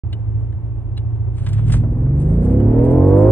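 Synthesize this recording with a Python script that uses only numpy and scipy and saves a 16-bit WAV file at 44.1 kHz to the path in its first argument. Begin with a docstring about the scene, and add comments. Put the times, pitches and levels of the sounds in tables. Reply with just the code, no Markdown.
"""Hard launch inside a closed car

The engine is held against the brake, then pulls hard through first gear: each multiple of its cycle
is a wavering tone that sweeps through the cabin resonances. A low sine with wandering pitch makes the
body boom; load-driven noise makes the roar of intake, block and tyres. The hand-held phone ticks as
contacts ring its case, and rustles, drags and scrapes as friction noise while it is turned.
Two microphone ports a few centimetres apart give the stereo image."""
import sys
import numpy as np
from scipy import signal
from scipy.fft import rfft, irfft, next_fast_len
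from scipy.io import wavfile
from scipy.ndimage import uniform_filter1d

SR = 44100
rng = np.random.default_rng(int(sys.argv[2]) if len(sys.argv) > 2 else 0)


def gain_from_decibels(decibels):
    """Convert decibel values to linear amplitude factors."""
    exponent = np.asarray(decibels, float) / 20
    return 10 ** exponent


def wrap_up_sound(samples):
    """Save the sound to the file named by the first command line argument, as 16-bit audio."""
    columns = np.atleast_2d(samples).T
    # keep every value between -1 and 1, then stretch to whole-number steps
    tamed = np.clip(columns, -1, 1)
    steps = np.round(tamed * 32767).astype(np.int16)
    wavfile.write(sys.argv[1], SR, steps)


N = 145971  # length in samples

# levels are relative inside the mix
# engine run-up: t/s, two-turn cycle f/Hz, level/dB, load 0-1
ENGINE = [(0.04, 14.08, -57.0, 0.1), (0.2, 13.71, -59.0, 0.11), (0.3, 13.35, -57.5, 0.11),
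          (0.45, 14.0, -57.5, 0.12), (0.6, 14.17, -58.5, 0.12), (0.95, 14.1, -58.0, 0.14),
          (1.2, 14.0, -57.5, 0.15), (1.32, 14.1, -56.0, 0.16), (1.4, 15.06, -56.5, 0.21),
          (1.5, 16.65, -52.5, 0.28), (1.6, 18.51, -50.5, 0.34), (1.7, 19.11, -44.5, 0.4),
          (1.88, 19.21, -46.0, 0.46), (2.0, 21.14, -45.5, 0.5), (2.1, 22.66, -43.5, 0.53),
          (2.2, 23.94, -43.0, 0.57), (2.3, 26.51, -41.0, 0.6), (2.4, 29.3, -39.0, 0.64),
          (2.5, 31.78, -37.5, 0.68), (2.6, 34.36, -37.0, 0.72), (2.8, 39.77, -35.0, 0.8),
          (3.0, 45.26, -32.0, 0.88), (3.15, 49.14, -31.0, 0.94), (3.31, 54.09, -30.5, 1.0)]
# strength of each cycle multiple, one row each from the first:
# held against the brake/dB, at launch/dB, as boost builds/dB, at high revs/dB
ORDER_DB = [(-.5, 1.5, 4, -9.5), (1, 14, -4, -2), (3.5, 0, 1, -1), (7, -2.5, -4.5, 2), (1, 0, 3, 1.5),
            (15.5, 9, 14.5, 18), (4.5, -5.5, 16.5, 20), (13.5, 9, 17, 11), (-4, -11, 1, 4.5),
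            (-8, -.5, 16.5, 14), (-8, 3.5, 10, 1), (3, 14.5, 12.5, 8.5), (-8, 0, -9.5, -9), (-12, 5, 2, 4),
            (-2, 14, 9, 1), (-4, 2, .5, 0), (-12, 1, -18, -12.5), (-1, 3, -1, 5.5), (-12, -14.5, -15, -25),
            (0, 2, 1, 5.5), (8, -13.5, -15, -21), (6, -11, -19.5, -19), (3, -10, 0, 3.5),
            (6, -8.5, -21.5, -16), (-1, -16.5, -19, -23), (-1.5, -18, -5.5, -5)]
# moments the four columns of ORDER_DB belong to: t/s
ORDER_TIMES = [1.3, 1.9, 2.6, 3.2]
# cabin response to the engine: f/Hz, level/dB, left minus right/dB, lead of the left/rad
CABIN = [(30.0, -1.0, -0.5, -0.1), (50.0, 14.0, -0.5, -0.1), (65.0, 17.0, -0.5, -0.1),
         (80.0, 12.5, -0.5, -0.0), (92.0, 21.5, -1.0, -0.0), (105.0, 22.0, -1.5, -0.0),
         (120.0, 18.5, -1.0, 0.0), (140.0, 17.0, -0.5, -0.0), (165.0, 8.5, -1.0, 0.0),
         (190.0, 1.0, -0.5, -0.0), (220.0, 0.5, -0.0, -0.0), (255.0, 1.5, -0.5, -0.1),
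         (290.0, -4.0, -0.5, -0.2), (325.0, -5.0, -2.0, -0.5), (360.0, -5.5, -4.0, -0.5),
         (400.0, -7.0, -7.0, -0.6), (440.0, -8.5, -7.5, 0.4), (480.0, 2.0, -6.5, 0.3),
         (520.0, -1.5, -6.5, 0.2), (570.0, -10.5, -5.5, 0.3), (640.0, -3.5, -4.5, 0.8),
         (700.0, -6.5, -7.5, -0.7), (760.0, -8.5, -2.0, 3.0), (830.0, -9.5, 1.0, 0.1),
         (900.0, -7.0, 2.0, 0.3), (980.0, -7.5, 1.5, 0.5), (1070.0, -10.5, 2.5, 0.5),
         (1130.0, -13.5, -1.5, 0.5), (1200.0, -24.0, 0.5, 0.4), (1400.0, -10.5, 2.5, 1.1)]
# narrow body panel resonance: f/Hz, half width/Hz, level/dB
PANELS = [(108.5, 2.2, 6)]
# extra port difference in the bass while held: f/Hz, left minus right/dB, lead of the left/rad
HELD_BASS = [(55, -1, 0), (80, -2.5, .6), (105, -1.2, 1), (140, -1, 1.4), (180, -.5, 1.9), (260, 0, 0)]
# start and end of the fade of that difference: t/s
HELD_BASS_FADE = [1.25, 2.15]
WAVER_DB, WAVER_PER_S, SPEED_JITTER = 1.8, 8, .0015  # jitter is a share of the engine speed

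# roar spectrum standing: f/Hz, level/dB per Hz
ROAR_STILL = [(25, -28), (50, -8.5), (100, -7), (140, -21), (220, -26.5), (320, -23.5), (500, -33.5),
              (900, -36.5), (1400, -49), (2800, -58.5), (5000, -81), (11000, -70.5)]
# roar spectrum at speed: f/Hz, level/dB per Hz
ROAR_FAST = [(25, -14.5), (50, 2.5), (110, 1), (180, -3), (300, -0.5), (550, -8), (900, -19), (1300, -27.5),
             (2000, -34), (3000, -45), (5000, -69.5), (11000, -57)]
# likeness of the roar at the two ports: f/Hz, correlation 0-1
ROAR_LIKE = [(60, 0.5), (300, 1), (1000, 0.6), (3000, 0.4), (10000, 0.02)]
ROAR_STILL_DB, ROAR_FAST_DB, ROAR_POWER = -33.5, -22, 2.47  # the power bends load into amplitude

# body boom over the road, ahead of its trim: t/s, level/dB
BOOM = [(0.04, -29), (0.2, -38), (0.22, -30), (0.63, -39), (0.76, -25), (0.8, -38), (0.89, -29),
        (0.95, -42), (1.34, -29), (1.54, -38), (1.75, -15), (1.87, -33), (1.89, -21), (2.1, -33),
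        (2.18, -20), (2.21, -29), (2.46, -16), (2.6, -27), (2.7, -16), (2.74, -31), (2.79, -14),
        (2.84, -24), (3.17, -27), (3.31, -23)]
BOOM_HZ, BOOM_WANDER, BOOM_TRIM_DB = 56.1, 0.11, -2.5  # wander is a share of the pitch

# fingers and cloth sliding on the phone: t/s, level/dB
RUSTLE = [(0.04, -87), (0.3, -89.5), (0.4, -73.5), (0.6, -90), (1.3, -86), (1.38, -59.5), (1.44, -54.5),
          (1.5, -52.5), (1.55, -59), (1.62, -69.5), (1.67, -55), (1.72, -42), (1.76, -61), (1.8, -73),
          (1.86, -70), (2.16, -74.5), (2.2, -61.5), (2.45, -59.5), (2.51, -58.5), (2.58, -69.5),
          (2.68, -77.5), (2.84, -59), (3.14, -64), (3.3, -60.5)]
# colour of all friction noise: f/Hz, level/dB per Hz
RUSTLE_COLOUR = [(150, -39.5), (300, -0.5), (700, -2.5), (1300, -6), (2400, -10), (4000, -10.5),
                 (6000, -13), (8500, -5.5), (11000, -19.5)]
# duller drag of the palm on the case while the phone swings round: t/s, level/dB
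DRAG = [(1.3, -76), (1.37, -59.5), (1.45, -53), (1.55, -51.5), (1.63, -55), (1.68, -55.5), (1.72, -49),
        (1.77, -51), (1.8, -60), (1.9, -77.5)]
# filter for the drag, laid over the friction colour: f/Hz, gain/dB
DRAG_COLOUR = [(250, -21.5), (600, -6), (1500, 0), (3500, -1.5), (6000, -16), (11000, -15)]
GRAINS_PER_S, GRAIN_DB = 2500, 2.5  # GRAIN_DB is the mean of the random lift of a grain
GRIP_SPREAD = 0.22  # share of the friction that differs between the ports

# ticks of the phone case: t/s, level/dB, strongest ring near f/Hz, time for the contact to peak/s
TICKS = [(0.130, -31, 2960, 0.004), (0.271, -57, 2076, 0.0054), (0.526, -44.5, 1740, 0.0022),
         (0.97, -42.5, 3600, 0.0033), (0.9775, -32.5, 4004, 0.0027), (0.99, -46, 2905, 0.0021),
         (2.599, -41.5, 2000, 0.0038)]
# ringing modes of the case: f/Hz, level/dB, t60/s
CASE_MODES = [(1740, -3, 0.03), (2000, -6, 0.015), (2400, -8, 0.012), (2960, -1, .035), (3400, -2, 0.016),
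              (3670, -1, 0.016), (3920, -2, 0.018), (5000, -14, .012), (6590, -3, 0.012), (7400, 3, .012),
              (8200, 3, .012), (9300, 0, .012)]
TICK_FOCUS_DB_PER_OCT = 22  # how fast modes weaken away from the struck one

# scrapes where the grip slips: t/s, level/dB, upper band edge f/Hz, decay time/s
SCRAPES = [(1.269, -42.5, 444, 0.021), (1.382, -44.5, 4940, 0.0023), (1.464, -33.5, 3970, .007),
           (1.489, -45, 8910, 0.0071), (1.53, -41.5, 8850, 0.0064), (1.591, -34.5, 1360, 0.004),
           (1.68, -44, 6910, 0.0043), (1.697, -36.5, 2477, 0.0084), (1.72, -37, 8980, 0.022),
           (1.739, -31, 3240, 0.007), (1.767, -40.5, 4970, 0.0038), (1.834, -40.5, 790, .018),
           (2.062, -48, 1490, 0.0087)]
SCRAPE_RISE_S = .004

PORT_LAG = 4  # samples by which the right port hears noise and handling late
START_S, TOP_HZ = .0352, 11500


def curve(table, axis=1):
    """A column of a time table at every sample."""
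    table = np.array(table, float)
    return np.interp(np.arange(N) / SR, table[:, 0], table[:, axis])


def at_hz(table, hz, axis=1):
    """A column of a spectrum table, read on a log-frequency axis."""
    table = np.array(table, float)
    return np.interp(np.log(np.maximum(hz, 1)), np.log(table[:, 0]), table[:, axis])


def colour(x, table):
    """Filter by a spectrum table and set the rms to 1."""
    size = next_fast_len(N)
    hz = np.arange(size // 2 + 1) * SR / size
    y = irfft(rfft(x, size) * gain_from_decibels(at_hz(table, hz)), size)[..., :N]
    return y / np.sqrt(np.mean(y ** 2))


def walk(rate):
    """Random drift gliding between new values, rate of them a second; spread near 1."""
    hold = int(SR / rate)
    steps = np.repeat(rng.standard_normal(N // hold + 1), hold)
    return uniform_filter1d(steps, hold)[:N] * 1.2  # restores the spread lost in the glide


def engine():
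    """Every multiple of the cycle is a wavering tone, coloured per port by the cabin as it sweeps."""
    t = np.arange(N) / SR
    cycle_hz = curve(ENGINE) * (1 + SPEED_JITTER * walk(25))
    phase = 2 * np.pi * np.cumsum(cycle_hz) / SR
    held = np.interp(t, HELD_BASS_FADE, [1, 0])
    sides = np.array([[.5], [-.5]])  # each port takes half of a left-right difference
    out = np.zeros((2, N))
    for k, order_db in enumerate(ORDER_DB, 1):
        hz = k * cycle_hz
        db = curve(ENGINE, axis=2) + np.interp(t, ORDER_TIMES, order_db) + at_hz(CABIN, hz)
        for panel_hz, half_width, peak_db in PANELS:
            db = db + peak_db / (1 + ((hz - panel_hz) / half_width) ** 2)
        db = db + WAVER_DB * walk(WAVER_PER_S)
        tilt_db = at_hz(CABIN, hz, axis=2) + held * at_hz(HELD_BASS, hz)
        lead = at_hz(CABIN, hz, axis=3) + held * at_hz(HELD_BASS, hz, axis=2)
        start = 2 * np.pi * rng.random()
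        out += gain_from_decibels(db + sides * tilt_db) * np.sin(k * phase + start + sides * lead)
    return out


def pair(table):
    """Coloured noise at two ports: shared and opposed parts set the likeness at each frequency."""
    size = next_fast_len(N)
    like = at_hz(ROAR_LIKE, np.arange(size // 2 + 1) * SR / size)
    shared, opposed = rfft(rng.standard_normal((2, size)))
    both = np.sqrt(1 + like) * shared + np.sqrt(1 - like) * opposed * np.array([[1], [-1]])
    return colour(irfft(both, size)[:, :N], table)


def roar():
    """Intake, block and tyres: broad flickering noise, a steady bed plus a part that grows with load."""
    load = curve(ENGINE, axis=3)
    flicker = gain_from_decibels(0.83 * walk(17))
    still = gain_from_decibels(ROAR_STILL_DB) * pair(ROAR_STILL)
    fast = load ** ROAR_POWER * gain_from_decibels(ROAR_FAST_DB) * pair(ROAR_FAST)
    return flicker * (still + fast)


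def boom():
    """Road bumps shake the lowest body resonance, a sine whose pitch wanders."""
    hz = BOOM_HZ * (1 + BOOM_WANDER * walk(12))
    level = np.sqrt(2) * gain_from_decibels(curve(BOOM) + BOOM_TRIM_DB)  # rms to peak of a sine
    return level * np.sin(2 * np.pi * np.cumsum(hz) / SR)


def grains():
    """Friction: dense uneven clicks over a steady hiss, mostly shared by both ports."""
    hit = rng.random(N) < GRAINS_PER_S / SR
    size = hit * gain_from_decibels(GRAIN_DB * rng.exponential(size=N))
    size = size / size.std() + 1.2  # the constant is the steady hiss
    shared, opposed = size * rng.standard_normal((2, N))
    return colour(shared + GRIP_SPREAD * opposed * np.array([[1], [-1]]), RUSTLE_COLOUR)


def rustle():
    """Continuous sliding: a bright hiss of fingers and cloth plus the duller drag of the palm."""
    drag = colour(grains(), DRAG_COLOUR) * gain_from_decibels(curve(DRAG) + 2.7 * walk(40))
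    hiss = grains() * gain_from_decibels(curve(RUSTLE) + 4.5 * walk(30))
    return hiss + drag


def ticks():
    """A short rough contact rings the modes of the case, most those near where it is struck."""
    out, t = np.zeros(N), np.arange(4000) / SR
    for s, db, near_hz, length in TICKS:
        push = rng.standard_normal(len(t)) * (t / length) * np.exp(-t / length)
        ring = np.zeros(len(t))
        for hz, mode_db, t60 in CASE_MODES:
            octaves = min(abs(np.log2(hz / near_hz)), .9)  # far modes weaken no further
            decay_db = mode_db - TICK_FOCUS_DB_PER_OCT * octaves - 60 * t / t60
            ring += gain_from_decibels(decay_db) * np.sin(2 * np.pi * hz * t)
        x = signal.fftconvolve(push, ring)[:len(t)]
        x = x / np.abs(x).max() + 0.2 * np.diff(push, prepend=0)  # adds the bare contact crackle
        i = int((s - length) * SR)
        out[i:i + len(t)] += gain_from_decibels(db) * x
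    return out


def scrapes():
    """Slips of the grip: band-limited bursts of friction with a fast rise and an exponential decay."""
    source, out, t = grains(), np.zeros((2, N)), np.arange(5000) / SR
    for s, db, top_hz, length in SCRAPES:
        i = int((s - SCRAPE_RISE_S / 2) * SR)
        sos = signal.butter(2, [top_hz / 7, top_hz], "bandpass", fs=SR, output="sos")
        x = signal.sosfilt(sos, source[:, i:i + len(t)])
        rise = np.minimum(t / SCRAPE_RISE_S, 1) ** 2
        decay = np.exp(-t / max(length, .003))  # never shorter than 3 ms
        out[:, i:i + len(t)] += gain_from_decibels(db + 6.0) * x / x.std() * rise * decay
    return out


def scene():
    """Engine and boom fill the cabin; noise and handling reach the right port late."""
    side_on = roar() + rustle() + ticks() + scrapes()
    side_on[1] = np.roll(side_on[1], PORT_LAG)
    boom_pair = boom() * gain_from_decibels([[-.4], [.4]])  # dB, a touch stronger on the right
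    return engine() + boom_pair + side_on


def band_limit(x):
    """A steep low-pass at the top of the band."""
    return signal.sosfilt(signal.butter(12, 11130, fs=SR, output="sos"), x)


def record(dry):
    """Sound starts after a short blank; the phone cuts the deepest bass and the top and rounds the peaks."""
    x = signal.sosfilt(signal.butter(2, 21, "highpass", fs=SR, output="sos"), dry)
    x = 1.429 * np.tanh(x / 1.183)
    x = x * np.clip((np.arange(N) / SR - START_S) / .0015, 0, 1)  # 1.5 ms fade-in
    x = signal.sosfilt(signal.butter(8, TOP_HZ, fs=SR, output="sos"), x)
    return band_limit(x)


dry = scene()
out = record(dry)
wrap_up_sound(out)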